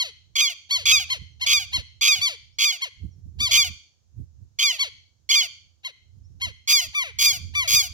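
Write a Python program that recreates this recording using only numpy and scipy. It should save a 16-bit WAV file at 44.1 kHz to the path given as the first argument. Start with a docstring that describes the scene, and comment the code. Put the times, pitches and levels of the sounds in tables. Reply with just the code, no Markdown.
"""Two lapwings scold over a wet lawn at the edge of a wood, close to a microphone held low.
First one yelps; then its mate screams, a rasp that snaps into a clear falling note and breaks into a
croak. Each voice is a train of membrane pulses filtered by throat and beak, and the trees scatter it
back. As the two trade calls, a small bird chips far away and gusts of light wind bump the microphone.
Toward the end the screamer faces the microphone more squarely and the breeze rises."""
import sys
import numpy as np
from scipy import signal
from scipy.fft import rfft, irfft, next_fast_len
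from scipy.io import wavfile
from scipy.ndimage import uniform_filter1d, map_coordinates

SR = 44100
rng = np.random.default_rng(int(sys.argv[2]) if len(sys.argv) > 2 else 0)


def to_wav(sig):
    """Store sig (one row per channel, or 1-D mono) as 16-bit WAV at the path in sys.argv[1].

    Samples outside -1..1 are clipped; the rate is SR.
    """
    pcm = np.clip(np.atleast_2d(sig), -1, 1) * 32767
    pcm = np.round(pcm).astype(np.int16)
    wavfile.write(sys.argv[1], SR, pcm.T)  # frames by channels


N = 349713
T = np.arange(N) / SR

# Screams: t/s, opening catch/s, time to end of rasp/s, clear note/s, squeal/s, top f/Hz, level/dB,
# share of the rasp in bursts/1, lift of the upper ring/dB
SCREAMS = [ (0.354, 0.011, .058, .064, .02, 1235, -16, 0.28, -3),
           (.854, .009, .069, 0.062, .012, 1279, -12, 0.3, -1),
           (1.462, .01, .075, .054, .004, 1237, -14, 0.5, -1),
           (2.01, 0.011, .075, .068, 0.0042, 1258, -13.5, .5, 0),
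           (2.585, 0.0088, .066, .064, 0.0085, 1226, -15.5, .55, 0),
           (3.509, .01, .066, 0.057, .012, 1223, -12, 0.5, -2),
           (4.587, .008, .048, 0.084, 0.0063, 1217, -16, 0.27, -1),
           (5.29, .025, .064, .057, .018, 1216, -12.5, .1, 4.5),
           (6.674, .011, .054, 0.083, .003, 1222, -13, 0.8, 5),
           (7.186, .01, .074, .064, 0.0037, 1218, -13, 0.8, 4),
           (7.675, 0.011, .081, 0.066, 0.0039, 1241, -13, .6, 5.5)]
# Yelps: t/s, clear note/s, top f/Hz, level/dB, gape of the beak/1, lift of the lower ring/dB
YELPS = [ (-.045, 0.083, 1130, -22, 0.16, 5), (0.708, 0.074, 1134, -21, 0.09, 0.5),
         (1.103, 0.04, 1087, -22.5, 0.24, -2), (1.414, 0.037, 1071, -25.5, 0.15, -6),
         (1.733, 0.045, 1086, -22.5, 0.18, 2.5), (2.216, 0.077, 1186, -21, 0.24, 3.5),
         (2.82, 0.034, 1099, -25, 0.4, -1), (3.404, 0.085, 1207, -21.5, 0.21, 4),
         (4.794, .05, 1138, -21.5, 0.3, 5), (5.849, 0.031, 1083, -29.5, 0.54, 9.5),
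         (6.416, 0.051, 1086, -26.5, .4, 0), (6.949, 0.09, 1201, -23.5, 0.9, 7.5),
         (7.552, 0.092, 1194, -23, 0.81, 6)]
# Resonances of throat and beak: f/Hz, width/Hz, level/dB
SCREAM_MODES = [(600, 400, -19), (1580, 430, -29.5), (2520, 1400, -5.5), (2927, 1185, 2.5),
                (4488, 780, 1.5), (6110, 1300, -5), (6733, 810, -6), (9600, 2900, -22), (12160, 3600, -19),
                (15000, 2300, -26)]
YELP_SHUT_MODES = [(480, 460, -20.5), (2090, 1500, -13), (3170, 1300, -3), (4480, 650, 1),
                   (6260, 1700, -10), (9600, 1700, -21), (12400, 2400, -21.5)]
YELP_OPEN_MODES = [(482, 250, -15.5), (980, 280, -23.5), (2305, 1400, 4.5), (3330, 900, -8.5),
                   (4530, 650, -9.5), (6045, 770, -6.5), (9700, 2000, -19.5), (13000, 3400, -22)]
# How squarely the birds face the microphone: t/s, nominal treble tilt/dB
FACING = [(0, 3), (2.6, 3.5), (3.5, 6), (4.6, 3), (5.3, 4), (6.6, 9.5), (7.7, 14)]
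# Reverberation time of the wood: f/Hz, T60/s
WOOD_T60 = [(500, 0.087), (2300, 0.38), (6500, 0.47), (9000, 0.31), (15000, 0.22)]
# Spectrum of its echo: f/Hz, relative level/dB
WOOD_SPECTRUM = [(500, -16), (1200, -1), (2200, -5), (4400, -8.5), (6500, -14), (9000, -7.5), (15000, -10)]
# Chips of the small bird: t/s, first f/Hz, last f/Hz
CHIPS = [(.645, 6900, 5700), (1.296, 6700, 5550), (2.52, 5000, 5950), (3.1, 6100, 5250), (4.96, 6700, 5700),
         (6.23, 5000, 6100)]
# Strength of the breeze, and crests of the gusts: t/s, relative level/dB
BREEZE_LEVELS = [(0.0, -70.5), (1.7, -45.5), (1.96, -63), (2.63, -72), (2.96, -60), (3.16, -44.5),
                 (3.58, -45), (3.89, -64), (4.35, -56), (4.55, -74), (5.5, -61), (5.87, -66), (6.54, -51),
                 (6.96, -52.5), (7.49, -42), (7.93, -36.5)]
GUST_CRESTS = [(1.225, -38), (1.78, -31.5), (2.196, -40.5), (3.048, -29.5), (3.27, -38), (3.411, -31),
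               (3.7, -36.5), (4.204, -32), (4.424, -42), (6.472, -36.5), (6.88, -42), (7.447, -36.5),
               (7.746, -33.5)]
# Noise spectra of breeze, buffeting and still air: f/Hz, relative density level/dB
BREEZE_SPECTRUM = [(20, -45.5), (50, -14), (82, 1), (125, -13.5), (200, -28.5), (400, -41.5), (900, -72)]
BUFFET_SPECTRUM = [(30, -26.5), (90, -14), (180, 8), (290, -4.5), (480, -25), (1000, -72)]
AIR_SPECTRUM = [(30, -14.5), (200, -0.5), (500, -7), (2300, -19), (5000, -11.5), (6700, -7), (8500, -26),
                (16000, -27)]
# Shading of the left microphone port against the right: f/Hz, level/dB
PORT_SHADING = [(500, 6), (1200, -3), (2400, 3), (3300, 0.5), (6900, 0), (7800, -33.5), (9000, -3),
                (12000, -13), (15500, -14)]
# Phase bend of the microphone body at that port: f/Hz, lead/rad
PORT_PHASE = [(300, 1), (900, 1), (1250, -0.37), (2300, -0.36), (3300, 0.36), (4500, 0.1)]

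UPPER_RING, LOWER_RING = (4900, 300), (3900, 490)  # resonances that vary by call: f/Hz, width/Hz
BREAK_S, CROAK_ROUGH = .01, .07  # time a voice takes to crack, and the roughness this adds


def scream(row, burst_hz=106, lock_ratio=.868, sag_hz=184.5, sag_s=.068, tail_s=.066):
    """Mode locking: the pitch locks to the throat and slips free in a rasp, then sings and cracks."""
    start, catch_s, rasp_s, note_s, squeal_s, top_hz, db, burst_share, ring_db = row
    facing_db, = follow(FACING, start)
    sung_s = rasp_s + note_s
    crack_s = sung_s + squeal_s
    t = np.arange(0, sung_s + tail_s, 1 / SR)
    rise, swell, fall = ramp(t, 0, catch_s), ramp(t, 0, rasp_s), ramp(t, rasp_s, note_s)
    broken, croak = ramp(t, crack_s - BREAK_S, BREAK_S), ramp(t, crack_s, tail_s - squeal_s)
    rasp, squeal = during(t, catch_s, rasp_s), during(t, sung_s, crack_s)
    sinking_s = np.clip(t - rasp_s, 0, crack_s - rasp_s)
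    hz = top_hz * (.87 + .11 * rise + .02 * (t > rasp_s)) - sag_hz * (sinking_s / sag_s) ** 1.35
    hz = np.where(croak > 0, hz * (.76 - .15 * croak), hz)
    # Each burst sweeps up from the locked pitch; bursts lengthen as the rasp goes on.
    cycle = (burst_hz * (t - .003) + .07 * wander(len(t), 80)) % 1
    duty = np.clip(burst_share * (.55 + .9 * swell), .03, 1)
    climb = ramp(cycle, 0, duty)
    burst = uniform_filter1d(1. * (climb < 1), size=40)
    rasp_hz = top_hz * (lock_ratio + burst * climb * (1.04 - lock_ratio))
    lock = rasp * (1 - burst) + squeal + fall ** 2 * during(t, rasp_s, sung_s) / 2
    rough = .005 + (.09 + .08 * burst) * rasp + .09 * (1 - rise) + .12 * squeal + CROAK_ROUGH * broken
    source = syrinx(hz + rasp * (rasp_hz - hz), rough, lock)
    rattle_db = 2 * (rasp + squeal) * (np.tanh(wander(len(t), 150)) - burst / 2)
    edge_db = -5 + 6 * rasp + 5.5 * broken
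    source = source + (gain_of(edge_db) - 1) * top_octave(source)
    source = source * gain_of(rattle_db)
    call = beak(source, lambda f: throat(SCREAM_MODES, f), facing_db, UPPER_RING, ring_db)
    level_db = db - 8 * (1 - rise) - 4 * (1 - swell) - 4.5 * fall ** 1.1 - 10.5 * (broken + croak)
    call = call * gain_of(level_db) * (1 - croak ** 4)
    return start, place(call, pan_db=facing_db / 4 - 3, lag_ms=.3269)


def yelp(row, creak_s=.017, break_hz=945, rest_hz=1163):
    """Source and filter: a creak, an arch of pitch and a croak pass through a throat tuned to the call."""
    start, note_s, top_hz, db, gape, ring_db = row
    facing_db, = follow(FACING, start)
    croak_s, loudest_s = .015 + .78 * note_s, .42 * note_s
    crest_s = note_s * (.35 - .324 * gape)  # a wide gape peaks early
    t = np.arange(-creak_s, note_s + croak_s, 1 / SR)
    creak = 1 - ramp(t, -creak_s, creak_s)
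    scoop, fall = 1 - ramp(t, 0, crest_s), ramp(t, crest_s, note_s - crest_s)
    broken, croak = ramp(t, note_s - BREAK_S, BREAK_S), ramp(t, note_s, croak_s)
    swell, fade = ramp(t, 0, loudest_s), ramp(t, loudest_s, note_s - loudest_s)
    hz = top_hz * (1 - .08 * scoop ** 2 - .3 * creak) - (top_hz - break_hz) * fall ** 1.8
    hz = np.where(croak > 0, hz * (.76 - .38 * croak), hz)
    rough = np.where(t < 0, .22, .025) + CROAK_ROUGH * broken
    source = syrinx(hz, rough, lock=0, overtone_db=-5 * (broken + creak))
    tilt_db = .13 * facing_db + 43.5 * (note_s - .1)  # longer yelps are pushed harder
    throat_length = rest_hz / top_hz  # the throat shortens for a higher call

    def shape(f):
        shut = throat(YELP_SHUT_MODES, f * throat_length)
        return shut ** (1 - gape) * throat(YELP_OPEN_MODES, f) ** gape
    call = beak(source, shape, tilt_db, LOWER_RING, ring_db)
    level_db = (db - 23.5 * np.sqrt(creak) - 4 * (1 - swell) ** 2 - 3.5 * fade ** 1.8
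                - 4.5 * broken - 12.5 * croak)
    call = call * gain_of(level_db) * (1 - croak ** 3)
    return start - creak_s, place(call, pan_db=1, lag_ms=.18)


def syrinx(hz, rough, lock, overtone_db=0, smear_rad=.2):
    """Membrane oscillation: a harmonic pulse train in which locking favours harmonics 3 and 6."""
    size = len(hz)
    jitter = .22 * rough * wander(size, 600) + .002 * wander(size, 70)
    phase = 2 * np.pi * np.cumsum(uniform_filter1d(hz, size=60) * (1 + jitter)) / SR
    smooth_hz = uniform_filter1d(hz, size=60)

    def harmonic(k):
        return np.cos(k * phase - smear_rad * k * k)  # high harmonics lag, smearing each pulse
    pulses = sum(harmonic(k) * np.clip((SR / 2 - k * smooth_hz) / 3000, 0, 1) for k in range(2, 25))
    pulses = pulses * gain_of(-9 * lock) + lock * (.8 * harmonic(3) + .35 * harmonic(6))
    breath = (1 + np.cos(phase)) * rng.standard_normal(size)
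    puffs = signal.sosfilt(signal.butter(4, 2100, "high", fs=SR, output="sos"), breath)
    shimmer = 1 + .7 * rough * wander(size, 400) + .08 * wander(size, 50)
    overtones = pulses * shimmer + (2.5 * rough + .04) * puffs
    return np.cos(phase) * (1 - lock / 2) + gain_of(overtone_db) * overtones


def throat(modes, hz):
    """Resonance: the modes add in power to give the gain at each frequency."""
    return np.sqrt(sum((gain_of(db) / (1 + (2 * (hz - f) / width) ** 2)) ** 2 for f, width, db in modes))


def beak(source, shape, tilt_db, ring, ring_db, low_cut_hz=200):
    """Radiation: the beak beams the highest treble forward, and a bounce off the lawn interferes."""
    bounce_s = rng.uniform(.001, .003)

    def gain(hz):
        tract = shape(hz) * gain_of(ring_db * throat([(*ring, 0)], hz))
        beam = gain_of(tilt_db * read([(1200, -.25), (2800, -.88), (5200, -.3), (12000, .53)], hz))
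        ground = abs(1 + .12 * np.exp(2j * np.pi * hz * bounce_s))
        return tract * beam * ground * hz ** 2 / (hz ** 2 + low_cut_hz ** 2)
    return evened(colour(source, gain)) * signal.windows.tukey(len(source), .018)


def place(x, pan_db, lag_ms):
    """Path difference: the sound reaches the right port first; positive pan favours the left."""
    late = map_coordinates(x, [np.arange(len(x)) - lag_ms * SR / 1000], order=3)
    return np.array([late * gain_of(pan_db / 2), x * gain_of(-pan_db / 2)])


def wood(x, wet_db=-25, swell_s=.11, near_db=-28, near_s=.018, echoes_per_s=3000):
    """Reverberation: a quick scatter from the ground, then a slow soft one from the trunks."""
    t = np.arange(SR) / SR
    taps = rng.standard_normal((2, SR)) * (rng.random((2, SR)) < echoes_per_s / SR)
    hz, frame_s, bands = signal.stft(taps, SR, nperseg=256)
    decay_db = 60 * frame_s / read(WOOD_T60, hz)[:, None]
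    bands = bands * gain_of(read(WOOD_SPECTRUM, hz)[:, None] - decay_db)
    trunks = signal.istft(bands, SR, nperseg=256)[1][:, :SR] * (1 - np.exp(-t / swell_s))
    ground = rng.standard_normal((2, SR)) * np.exp(-t / near_s)
    echo = (gain_of(wet_db) * evened(trunks) + gain_of(near_db) * evened(ground)) / np.sqrt(SR)
    return signal.fftconvolve(x, echo, axes=1)[:, :N]


def grass(x, db=-9, decay_s=.006):
    """Scattering: the blades spread the top octave differently into each port."""
    t = np.arange(SR // 10) / SR
    taps = evened(rng.standard_normal((2, len(t))) * np.exp(-t / decay_s)) / np.sqrt(len(t))
    return gain_of(db) * signal.oaconvolve(top_octave(x)[None], taps, axes=1)[:, :N]


def left_port(x):
    """Acoustic shadow: the microphone body shades the left port and bends its phase."""
    size = next_fast_len(N)
    bend = np.exp(1j * read(PORT_PHASE, np.fft.rfftfreq(size, 1 / SR)))
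    bent = irfft(rfft(x, size) * bend, size)[:N]
    return colour(bent, lambda hz: gain_of(read(PORT_SHADING, hz)))


def small_bird(db=-67, length_s=.057):
    """Frequency modulation: thin gliding tones, made distant by strong reverberation."""
    chips, progress = np.zeros((2, N)), np.arange(0, 1, 1 / (length_s * SR))
    for start, first_hz, last_hz in CHIPS:
        hz = first_hz + (last_hz - first_hz) * progress
        chip = gain_of(db) * np.sin(np.pi * progress) * np.sin(2 * np.pi * np.cumsum(hz) / SR)
        add(chips, start, np.array([chip, chip]))
    return chips + wood(chips, wet_db=-6)


def wind(breeze_db=3, calm_db=-65, lump_hz=2.3, lump_db=5.5, strong_db=-32, left_db=-12):
    """Turbulent pressure: gusts swell over a lumpy breeze; the strongest flutter at their crests."""
    steady_db, = follow(BREEZE_LEVELS, T)
    lumps = noise([(lump_hz, 0), (3 * lump_hz, -90)])[0]
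    breeze = (gain_of(calm_db) + gain_of(breeze_db + steady_db)) * gain_of(lump_db * lumps)
    rumble = (breeze + gusts(width_s=.036)) * eddies(BREEZE_SPECTRUM)
    crest = gusts(width_s=.018)
    flutter = gain_of(-5) * crest * np.minimum(crest / gain_of(strong_db), 1) * eddies(BUFFET_SPECTRUM)
    return (rumble + flutter) * gain_of([[left_db], [0]])


def gusts(width_s):
    """Pressure envelope: one Gaussian bell for each gust."""
    return sum(gain_of(db) * np.exp(-((T - s) / width_s) ** 2) for s, db in GUST_CRESTS)


def eddies(spectrum):
    """Turbulence: rumble of even strength, incoherent between the ports."""
    x = noise(spectrum)
    return x / np.sqrt(abs(uniform_filter1d(x ** 2, size=2000, axis=1)) + 1e-9)


def noise(spectrum):
    """Spectral shaping: two independent channels of coloured noise, rms 1."""
    size = next_fast_len(N)
    gain = gain_of(read(spectrum, np.fft.rfftfreq(size, 1 / SR)))
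    return evened(irfft(rfft(rng.standard_normal((2, size))) * gain, size)[:, :N])


def wander(size, hz):
    """Random modulation: noise of rms about 1, rolled off above hz."""
    gain = np.exp(-(np.fft.rfftfreq(SR // 2, 1 / SR) / hz) ** 2)
    return evened(irfft(rfft(rng.standard_normal(SR // 2)) * gain))[:size]


def colour(x, gain):
    """Minimum-phase filtering with the response gain(hz)."""
    log_gain = np.log(gain(abs(np.fft.fftfreq(2048, 1 / SR))) + 1e-5)
    taps = np.fft.ifft(np.exp(np.conj(signal.hilbert(log_gain)))).real
    return signal.oaconvolve(x, taps[:len(taps) // 2])[:len(x)]


def top_octave(x, hz=7800):
    """Zero-phase high-pass: the piercing part above the main resonances."""
    return signal.sosfiltfilt(signal.butter(4, hz, "high", fs=SR, output="sos"), x)


def gain_of(db):
    """Amplitude ratio of a level in decibels."""
    return 10 ** (np.asarray(db) / 20)


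def evened(x):
    """Normalisation to rms 1."""
    return x / np.sqrt(np.mean(x ** 2) + 1e-20)


def read(points, hz):
    """Interpolation of a spectrum on a log-frequency axis."""
    f, value = np.transpose(points)
    return np.interp(np.log(hz + 1), np.log(f + 1), value)


def follow(rows, at):
    """Linear interpolation of each column in time."""
    knots, *columns = np.transpose(rows)
    return [np.interp(at, knots, column) for column in columns]


def ramp(t, start, length):
    """Linear rise from 0 at start to 1 after length."""
    return np.clip((t - start) / length, 0, 1)


def during(t, start, end):
    """Gate: 1 between two times, with quick soft edges."""
    return uniform_filter1d(1. * ((t > start) & (t < end)), size=40)


def add(mix, s, sound):
    """Superposition of a stereo sound on the mix at time s."""
    at = round(s * SR)
    part, sound = mix[:, max(at, 0):], sound[:, max(-at, 0):]
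    part[:, :sound.shape[1]] += sound[:, :part.shape[1]]


def scene(air_db=-75):
    """Superposition at the two ports: lapwings and their echo, the small bird, wind and still air."""
    birds = np.zeros((2, N))
    for row in SCREAMS:
        add(birds, *scream(row))
    for row in YELPS:
        add(birds, *yelp(row))
    left, right = birds + wood(birds)
    lapwings = np.array([left_port(left), right]) + grass(right)
    return lapwings + small_bird() + wind() + gain_of(air_db) * noise(AIR_SPECTRUM)


def record(dry, knee=.6, headroom=.25, edge_hz=15900):
    """Soft saturation rounds the highest peaks, and a low-pass limits the band."""
    held = np.clip(dry, -knee, knee)
    rounded = held + headroom * np.tanh((dry - held) / headroom)
    low_pass = signal.firwin(511, edge_hz, window=("kaiser", 9), fs=SR)
    return signal.oaconvolve(rounded, low_pass[None], "same")


dry = scene()
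out = record(dry)
to_wav(out)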